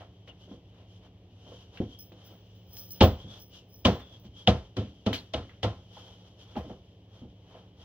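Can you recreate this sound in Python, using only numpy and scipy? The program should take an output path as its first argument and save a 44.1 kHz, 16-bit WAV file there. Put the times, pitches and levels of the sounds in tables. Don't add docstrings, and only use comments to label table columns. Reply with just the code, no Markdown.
import sys
import numpy as np
from scipy import signal
from scipy.fft import rfft, irfft
from scipy.io import wavfile

SR = 44100
rng = np.random.default_rng(int(sys.argv[2]) if len(sys.argv) > 2 else 0)


def unload_wav(signal):
    wavfile.write(
        sys.argv[1],
        SR,
        np.round(np.clip(np.atleast_2d(signal).T, -1, 1) * 32767).astype(np.int16),
    )


N = 345744
TIME_S = np.arange(N) / SR
AGE_S = np.arange(int(.6 * SR)) / SR
SIDES = np.array([[1], [-1]])


def from_db(db):
    return 10 ** (np.asarray(db) / 20)


def rms_one(x):
    return x / np.sqrt(np.mean(x ** 2) + 1e-20)


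def at_hz(points, hz):
    table = np.array(points)
    return np.interp(np.log(hz), np.log(table[:, 0]), table[:, 1])


def drift(rate_hz):
    knots = rng.standard_normal(4000)
    return np.interp(TIME_S * rate_hz, np.arange(len(knots)), knots)


def add(out, start_s, sound):
    i = max(round(start_s * SR), 0)
    out[:, i:i + sound.shape[-1]] += sound[..., :N - i]


def bandpass(x, band_hz):
    return signal.sosfilt(signal.butter(2, band_hz, "band", fs=SR, output="sos"), x)


def lowpass(x, cutoff_hz):
    return signal.sosfilt(signal.butter(2, cutoff_hz, fs=SR, output="sos"), x)


def resonate(x, hz, width_hz):
    return signal.lfilter(*signal.iirpeak(hz, hz / width_hz, fs=SR), x + 1e-18)


# pitch_hz, correlation
LIKENESS = [(100, .9995), (300, .99), (740, .94), (1220, .65), (2000, .3), (3300, .6), (5500, .4),
            (9000, .8), (14000, .85)]
# pitch_hz, level_db
BALANCE_DB = [(60, 0), (160, -.5), (700, -.5), (1250, -1.5), (2000, 1.5), (3300, 3), (5500, .5), (15000, 0)]


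def spread(mid, side, hz):
    alike = np.clip(at_hz(LIKENESS, hz), -.8, 1)
    pair = mid + SIDES * side * np.sqrt((1 - alike) / (1 + alike))
    return pair * from_db(SIDES * at_hz(BALANCE_DB, hz) / 2)


def steady_noise(spectrum):
    hz = np.maximum(np.arange(N // 2 + 1) * SR / N, 1)
    mid, side = rfft(rng.standard_normal((2, N))) * from_db(at_hz(spectrum, hz))
    return rms_one(irfft(spread(mid, side, hz), N))


def gliding_noise(pitch_hz, width_hz, spread_hz):
    turn = 2 * np.pi * np.cumsum(pitch_hz) / SR
    uneven = lowpass(rng.standard_normal((2, 2, len(pitch_hz))), width_hz)
    mid, side = uneven[0] * np.cos(turn) + uneven[1] * np.sin(turn)
    return rms_one(spread(mid, side, spread_hz))


# pitch_hz, t60_s
ROOM_T60 = [(60, .42), (150, .36), (400, .28), (1000, .29), (3000, .31), (7000, .31), (15000, .28)]
# pitch_hz, level_db
ROOM_SHARE = [(60, 2), (200, -5), (500, -4), (900, 3.5), (3000, -7.5), (15000, -0.5)]
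EDGES_HZ = 34 * 2 ** (np.arange(19) / 2)
CENTRES_HZ = np.sqrt(EDGES_HZ[1:] * EDGES_HZ[:-1])


def burst(band_db, contact_s, rise_cycles, hold_cycles=4.4):
    out = 0
    white = rng.standard_normal((len(CENTRES_HZ), 2, len(AGE_S)))
    for low_hz, high_hz, hz, db, noise in zip(EDGES_HZ, EDGES_HZ[1:], CENTRES_HZ, band_db, white):
        contact = np.exp(-(AGE_S / (contact_s + hold_cycles / hz)) ** 2)
        tail = from_db(at_hz(ROOM_SHARE, hz) - 60 * AGE_S / at_hz(ROOM_T60, hz))
        swell = 1 - np.exp(-AGE_S * hz / rise_cycles)
        settled = bandpass(noise, [low_hz, high_hz])[:, ::-1]
        mid, side = settled * np.hypot(contact, tail) * swell
        out = out + from_db(db) * spread(rms_one(mid), rms_one(side), hz)
    return out


def crack(band_hz, decay_s):
    noise = bandpass(rng.standard_normal(len(AGE_S)), np.clip(band_hz, 50, SR / 2 - 50))
    return rms_one(lowpass(noise, 6000)) * np.exp(-AGE_S / decay_s)


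def swing(hz, peak_s, sag_octaves):
    age = AGE_S / peak_s
    pitch_hz = hz * 2 ** (-sag_octaves * np.tanh(age - 1))
    return (age * np.exp(1 - age)) ** 2 * np.sin(2 * np.pi * np.cumsum(pitch_hz) / SR)


def ring(modes, detune, uneven_db, rise_s):
    sines = 0
    for hz, db, t60_s in modes:
        strength, shift, phase = rng.standard_normal(3)
        level = from_db(db + uneven_db * strength - 60 * AGE_S / t60_s)
        sines = sines + level * np.sin(2 * np.pi * (hz * (1 + detune * shift) * AGE_S + phase))
    return sines * (1 - np.exp(-AGE_S / rise_s)) ** 2


# pitch_hz, level_db_per_hz
FAN_AIR = [(25, -41.5), (55, -0.5), (90, 6.5), (140, -4), (290, -8.5), (400, -8.5), (700, -14.5),
           (1400, -33.5), (3000, -33), (6000, -42), (9000, -54), (15000, -51)]
# pitch_hz, level_db
HUM = [(53, -72), (104.8, -57), (179.7, -63.5), (289, -72.5), (447, -79.5)]
FAN_DB, BLADES_PER_S = -57, 11.5


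def fan(hum_db=-.5, waver_db=1.66, wander_rad=0.35, flutter_db=1.0):
    flutter = flutter_db * np.sin(2 * np.pi * BLADES_PER_S * TIME_S + drift(2.2))
    hum = 0
    for hz, db in HUM:
        level = from_db(db + hum_db + flutter + waver_db * drift(6.3))
        phase = 2 * np.pi * hz * TIME_S + wander_rad * drift(7.5)
        hum = hum + level * np.sqrt(2) * np.sin(phase)
    return hum + from_db(FAN_DB) * steady_noise(FAN_AIR)


# fastest_s, half_length_s, hiss_db, weave_hz, drag_db
STROKES = [(0.0, 0.046, -60.5, 3190, -56.5), (0.288, 0.014, -57, 2950, -64), (0.43, 0.033, -61, 3047, -70),
           (0.526, .035, -62, 3265, -71), (0.789, 0.055, -69.5, 2920, -65),
           (0.929, 0.044, -61.5, 3084, -79.5), (1.052, 0.0303, -69, 2989, -64),
           (1.537, 0.13, -57.5, 2995, -65.5), (1.76, 0.032, -58, 3136, -60),
           (1.928, 0.04, -60, 3230, -69.5), (2.265, .11, -62, 3173, -65), (2.517, 0.09, -64, 3183, -80),
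           (2.787, 0.082, -60.5, 3318, -66.5), (2.98, 0.047, -59.5, 3119, -65.5),
           (3.217, .04, -56.5, 3381, -61.5), (3.333, 0.057, -52, 3588, -60), (3.57, 0.043, -54, 3034, -77),
           (4.088, 0.09, -59.5, 3503, -66), (4.257, 0.018, -59.5, 3092, -63.5),
           (4.402, 0.043, -54.5, 3298, -68), (5.981, 0.056, -54, 3290, -62.5),
           (6.071, 0.0596, -57.5, 3150, -63), (6.215, 0.087, -62, 3302, -67.5),
           (6.416, 0.0289, -56, 3166, -64.5), (6.515, 0.053, -57.5, 3322, -60.5),
           (6.711, 0.03, -58.5, 3200, -77), (7.174, 0.056, -63, 3177, -66),
           (7.565, 0.087, -64.5, 3065, -62), (7.823, 0.039, -58, 3180, -64)]
STROKE_RISE, STROKE_FALL = 0.83, 0.95
SLOW_DROP_HZ = 170
IDLE_DB, IDLE_SWING_DB, IDLE_HZ = -73, 2.5, 3090
REFILL_DB, REFILL_DB_PER_S = -58, 44.5


def rubbing():
    power = from_db(IDLE_DB + IDLE_SWING_DB * drift(7.2)) ** 2
    for start_s, *_ in BLOWS:
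        since_s = TIME_S - start_s
        power = power + (since_s > 0) * from_db(REFILL_DB - REFILL_DB_PER_S * np.abs(since_s)) ** 2
    bend, drag = 0, 1e-18
    for fastest_s, half_s, hiss_db, weave_hz, drag_db in STROKES:
        width_s = half_s * np.where(TIME_S < fastest_s, STROKE_RISE, STROKE_FALL)
        speed = np.exp(-((TIME_S - fastest_s) / width_s) ** 2)
        stroke = speed * from_db(hiss_db) ** 2
        power = power + stroke
        bend = bend + stroke * (weave_hz - IDLE_HZ - SLOW_DROP_HZ * (1 - speed))
        drag = drag + speed * from_db(drag_db) ** 2
    return 10 * np.log10(power), IDLE_HZ + bend / power, 10 * np.log10(drag)


# pitch_hz, level_db_per_hz
HISS = [(45, -10), (200, -5.5), (500, -2), (800, -10), (1400, -10), (2200, -19), (3200, -5.5), (4200, -9.5),
        (6000, -7), (7500, -21), (15000, -30)]
# pitch_hz, level_db_per_hz
DRAG = [(45, -25.5), (250, -6), (500, 4), (850, 0), (1400, -9), (2300, -16.5), (4000, -18.5), (7000, -34.5),
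        (15000, -49.5)]


def fabric(hiss_gain_db=-7.5, weave_db=-15.0, weave_width_hz=160, grain_db=1.0, clump_db=1.5,
           drag_gain_db=1):
    hiss_db, weave_hz, drag_db = rubbing()
    catching_db = grain_db * drift(300) + clump_db * drift(29)
    weave_hz = weave_hz + 70 * drift(16)
    weave = gliding_noise(weave_hz, weave_width_hz, weave_hz.mean())
    cloth = from_db(hiss_gain_db) * steady_noise(HISS) + from_db(weave_db) * weave
    sliding = from_db(hiss_db + catching_db) * cloth
    return sliding + from_db(drag_db + drag_gain_db + catching_db) * steady_noise(DRAG)


# start_s, length_s, level_db, start_hz, end_hz
ZIPS = [(0.283, 0.039, -61, 2950, 2830), (1.905, 0.1, -69, 3170, 3320), (3.19, .09, -67.5, 3220, 3280),
        (3.275, 0.081, -61.5, 3410, 3370), (3.325, 0.0534, -67, 3580, 3670),
        (4.0, 0.084, -66.5, 3560, 3360), (4.074, .11, -66.5, 3480, 3214), (4.335, 0.101, -66, 3170, 3360)]


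def zips(width_hz=85):
    out = np.zeros((2, N))
    for start_s, length_s, db, start_hz, end_hz in ZIPS:
        along = np.minimum(AGE_S / length_s, 1)
        whistle = gliding_noise(start_hz + (end_hz - start_hz) * along, width_hz, start_hz)
        add(out, start_s, from_db(db) * np.sqrt(np.abs(np.sin(np.pi * along))) * whistle)
    return out


# knock_s, knock_db, rattle_db, rattle_t60_s, swell_s
JINGLES = [(1.989, -34, -47, .2, .008), (2.2512, -43, -51, 0.49, .008), (2.5558, -67, -60, 0.19, .01),
           (2.732, -41, -43, 0.42, 0.03), (2.768, -33, -35, 0.3, 0.006), (2.907, -28.5, -35.5, 0.16, 0.016),
           (3.026, -26, -42, 0.3, .004), (3.4, -39, -48, 0.38, .015), (3.746, -53, -44, .35, .025),
           (3.856, -58, -50, 0.56, 0.0053), (4.1977, -54, -62.5, 0.12, .01)]
# pitch_hz, level_db, width_hz
BRACELET = [(4985, -18, 35), (5055, -14, 25), (5680, -17, 45), (5745, -17, 45), (6056, -21, 70),
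            (6280, -27, 70), (11030, -31, 120), (12720, -26, 180), (15130, -18, 120), (15390, -11, 45),
            (15475, -5, 25), (15540, -6, 25), (15660, -15, 45)]
# low_hz, high_hz, level_db
LINK_TICKS = [(4500, 7800, -21), (10000, 14500, -16.5)]


def bracelet(knock_db=15, rattle_gain_db=-11, shifts_per_s=330, rebound_s=0.013, rebound_db=-4,
             uneven_db=3, tail_db=1, tail_t60_s=.22):
    shifting, knocks = 0, np.zeros((1, N))
    for start_s, db, rattle_db, settle_s, swell_s in JINGLES:
        since_s = TIME_S - start_s
        fade = np.maximum(-since_s / swell_s, since_s * np.log(1000) / settle_s)
        shifting = shifting + from_db(rattle_db) * np.exp(-np.minimum(fade, 20))
        for k, chance in enumerate(rng.random(size=3)):
            knock = from_db([db + knock_db + k * rebound_db])
            add(knocks, start_s + k * rebound_s * (.5 + chance), knock)
    touches = (rng.random(N) < shifts_per_s / SR) * np.sqrt(SR / shifts_per_s)
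    clicks = knocks[0] + from_db(rattle_gain_db) * shifting * touches
    metal = 0
    for hz, db, width_hz in BRACELET:
        level = from_db(db + uneven_db * rng.standard_normal(size=997))
        strengths = np.resize(rng.choice([-1, 1], size=997) * level, N)
        metal = metal + resonate(clicks * strengths, hz, width_hz) * np.sqrt(SR / np.pi / width_hz)
    for low_hz, high_hz, db in LINK_TICKS:
        tick = bandpass(clicks + 1e-18, [low_hz, high_hz])
        metal = metal + from_db(db) * tick * np.sqrt(SR / 2 / (high_hz - low_hz))
    tail = rng.standard_normal(len(AGE_S)) * from_db(-60 * AGE_S / tail_t60_s)
    wet = signal.fftconvolve(metal, tail / np.linalg.norm(tail))[:N]
    return (metal + from_db(tail_db) * wet) / np.hypot(1, from_db(tail_db))


# start_s, level_db, contact_s, centre_hz, treble_db
SNAPS = [(0.276, -55, 0.019, 2630, -9), (1.772, -49.5, 0.0079, 2300, -5.5), (2.120, -62, 0.012, 3250, -3),
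         (2.769, -56.5, 0.003, 6140, 9), (3.996, -50, 0.022, 1183, -3), (5.1297, -32, 0.038, 3550, 0),
         (5.493, -54, 0.0043, 1670, -10), (6.573, -52.5, 0.0046, 1900, 5.5)]
# pitch_hz, level_db
SNAP_COLOUR = [(45, -37), (300, -31.5), (900, -10.5), (2000, -5.5), (3200, -14.5), (4500, -0.5),
               (6300, -19.5), (8500, -20.5), (15000, -13)]


def snaps_and_click(level_db=-25, focus_db=9, focus_octaves=0.68, crack_db=9.0, crack_s=0.0011,
                    flap_db=-4, flap_loss_db=1.5, treble_hz=4300):
    out = np.zeros((2, N))
    for start_s, db, contact_s, hz, treble_db in SNAPS:
        focus = focus_db * np.exp(-(np.log2(CENTRES_HZ / hz) / focus_octaves) ** 2)
        treble = treble_db * (CENTRES_HZ > treble_hz)
        band_db = level_db + db + at_hz(SNAP_COLOUR, CENTRES_HZ) + focus + treble
        add(out, start_s, burst(band_db, contact_s, rise_cycles=1.9))
        add(out, start_s, from_db(db + crack_db) * crack([hz / 3, hz * 0.79], crack_s))
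        for k, chance in enumerate(rng.random(size=6)):
            flap = crack([hz * 1.14, hz * 1.3], 2 * crack_s)
            flap_s = start_s + (k + 1 + chance) * contact_s / 3
            add(out, flap_s, from_db(db + flap_db - k * flap_loss_db) * flap)
    return out


# start_s, level_db, brightness_db_per_octave, knock_hz, knock_db
BUMPS = [(0.01, -63, 29.5, 767, -50), (0.28, -55, 13.5, 690, -59), (0.478, -50.5, -1, 610, -52.5),
         (0.513, -43.5, 1, 188, -44), (1.468, -50.5, 8, 495, -62), (1.518, -47.5, 6.5, 470, -43.5),
         (2.121, -48, 2, 343, -58), (2.308, -51, 5.5, 350, -53), (3.248, -45, -4.5, 202, -40),
         (4.253, -56, -9, 205, -40), (5.969, -59.5, 23, 864, -45.5), (6.557, -39.5, 14, 790, -48),
         (6.645, -41.5, 0, 630, -44), (6.7, -38.5, 3, 792, -44), (7.219, -44, -4, 260, -39),
         (7.545, -52, 13.5, 700, -48)]
# pitch_hz, level_db
BUMP_COLOUR = [(45, -16.5), (90, -2.5), (200, 1), (400, 0.5), (800, -13), (1500, -23.5), (3000, -37),
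               (6000, -52), (15000, -51)]


def bumps(level_db=-22, pivot_hz=350, knock_s=0.00505):
    out = np.zeros((2, N))
    octaves = np.clip(np.log2(CENTRES_HZ / pivot_hz), -2, 1)
    for start_s, db, brightness, knock_hz, knock_db in BUMPS:
        band_db = level_db + db + at_hz(BUMP_COLOUR, CENTRES_HZ) + brightness * octaves
        add(out, start_s - .003, burst(band_db, contact_s=0.039, rise_cycles=0.38))
        add(out, start_s, from_db(knock_db) * swing(knock_hz, knock_s, sag_octaves=0.16))
    return out


# start_s, slap_db, thud_db, stuffing_db, puff_db, contact_s,
# thud_hz, sink_s, shove_db, shove_hz, shove_peak_s, pocket_hz, pocket_db, smack_db, smack_delay_s
BLOWS = [(1.802, -59, -29, -33.5, -42, 0.021, 110, 0.0052, -15.5, 208, 0.0021, 371, -26, -63, 0.0015),
         (3.007, -13.5, -9, -17.5, -14.5, 0.037, 78, 0.0092, -12.5, 226, 0.0078, 877, -15, -20, .004),
         (3.8497, -15, -18.5, -21.5, -19, 0.023, 210, 0.0064, -15.5, 216.8, .017, 1051, -22.5, -21.5, .002),
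         (4.4725, -17.5, -14.5, -25.5, -19, 0.03, 107, 0.008, -18.5, 208, 0.013, 776, -19, -20.5, .0015),
         (4.767, -31.5, -24.5, -30, -37.5, 0.006, 103.5, 0.017, -35.5, 252, .014, 455, -39, -46, 0.0057),
         (5.062, -27, -27, -25, -28, 0.013, 110, 0.0066, -22.5, 229.6, 0.0099, 513, -32, -39.5, 0.0049),
         (5.3359, -28, -24.5, -36, -32, 0.0079, 98.6, 0.018, -32.5, 352, 0.014, 661, -31, -33, 0.0079),
         (5.63, -24, -23, -33.5, -25, 0.022, 105, 0.015, -33, 214, 0.024, 541, -26, -38.5, 0.0017),
         (6.564, -43.5, -29, -50, -35, 0.0062, 85.4, 0.015, -28.5, 248, 0.01, 813, -34, -54, 0.008)]
PART_HZ = [85, 250, 680, 2000]
# pitch_hz, level_db
BLOW_COLOUR = [(42, -36), (60, -15), (85, -11.5), (120, -5.5), (160, -18.5), (230, -1.5), (340, -1),
               (490, 1), (750, -7), (1050, -12), (1400, -15.5), (2000, -19.5), (3100, -20.5), (4500, -12),
               (7000, -37.5), (15000, -42)]
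# pitch_hz, level_db, t60_s
SOFA = [(57, -12, .28), (79, 2, .24), (106, 2, .2), (204, -1, .2)]
# pitch_hz, level_db, t60_s
HOLLOWS = [(253, 0, .27), (283, -4, .24), (320, -4, .19), (368, -4, .2), (487, -1, .17), (528, -1, .15),
           (640, -2, .19), (675, -3, .19), (736, -3, .19), (824, -5, .15), (1040, -8, .17),
           (1319, -12, .18)]


def thump_and_blows(burst_db=-18, sofa_db=4, hollows_db=-7, brush_db=-22, brush_s=0.0058, crack_db=-11,
                    crack_s=0.00076, off_pitch_db=10, pocket_s=.008, smack_decay_s=0.0033):
    out = np.zeros((2, N))
    for (start_s, slap_db, thud_db, stuffing_db, puff_db, contact_s, thud_hz, sink_s, shove_db, shove_hz,
         shove_s, pocket_hz, pocket_db, smack_db, smack_s) in BLOWS:
        parts = list(zip(PART_HZ, [thud_db, stuffing_db, puff_db, slap_db]))
        band_db = burst_db + at_hz(BLOW_COLOUR, CENTRES_HZ) + at_hz(parts, CENTRES_HZ)
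        add(out, start_s - brush_s, burst(band_db + brush_db, contact_s, rise_cycles=7.6))
        add(out, start_s, burst(band_db, contact_s, rise_cycles=3.0))
        add(out, start_s, from_db(slap_db + crack_db) * crack([700, 4200], 2 * crack_s))
        smack_gain = from_db(smack_db + SIDES / 2 * at_hz(BALANCE_DB, PORT_HZ))
        add(out, start_s + smack_s, smack_gain * crack([2400, 3700], smack_decay_s))
        add(out, start_s, from_db(pocket_db) * swing(pocket_hz, pocket_s, sag_octaves=.12))
        add(out, start_s, from_db(shove_db) * swing(shove_hz, shove_s, sag_octaves=0.4))
        hollows = [(hz, db + at_hz(parts, hz), t60_s) for hz, db, t60_s in HOLLOWS]
        hollow_ring = ring(hollows, detune=.008, uneven_db=1.5, rise_s=.005)
        add(out, start_s, from_db(hollows_db) * hollow_ring)
        modes = []
        for hz, db, t60_s in SOFA:
            off_pitch = min(2 * abs(np.log2(hz / thud_hz)), 1)
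            modes.append((hz, db - off_pitch_db * off_pitch, t60_s))
        sofa_ring = ring(modes, detune=0.03, uneven_db=2.5, rise_s=sink_s)
        add(out, start_s, from_db(thud_db + sofa_db) * sofa_ring)
    return out


# pitch_hz, width_hz, level_db
ROOM_COLOUR = [(162, 14, -14), (196, 22, 3), (283, 18, 3), (368, 16, 1), (398, 12, -12), (422, 14, 1),
               (444, 24, -18), (487, 22, 4), (532, 30, 3), (572, 14, -6), (640, 20, 3), (733, 20, 3),
               (770, 26, -7), (822, 24, 2), (978, 18, -14), (1043, 30, 3), (1335, 60, 3), (1500, 32, -11)]


def room(x):
    for hz, width_hz, db in ROOM_COLOUR:
        x = x + (from_db(db) - 1) * resonate(x, hz, width_hz)
    return x


def scene():
    quiet = fan() + fabric() + zips() + bracelet() + snaps_and_click()
    return quiet + room(bumps() + thump_and_blows())


# left_db, right_db
PORT_DB = (8, 8.5)
PORT_HZ, PORT_WIDTH_HZ, PORT_LAG_SAMPLES = 3150, 600, 3
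CUTOFF_HZ = 16200


def record(dry):
    port = resonate(dry, PORT_HZ, PORT_WIDTH_HZ)
    left, right = dry + from_db(PORT_DB)[:, None] * port
    pair = np.array([np.pad(left, (PORT_LAG_SAMPLES, 0))[:N], right])
    pair = pair / (1 + (pair / .92) ** 8) ** (1 / 8)
    return signal.sosfilt(signal.ellip(10, .2, 80, CUTOFF_HZ, fs=SR, output="sos"), pair)


dry = scene()
out = record(dry)
unload_wav(out)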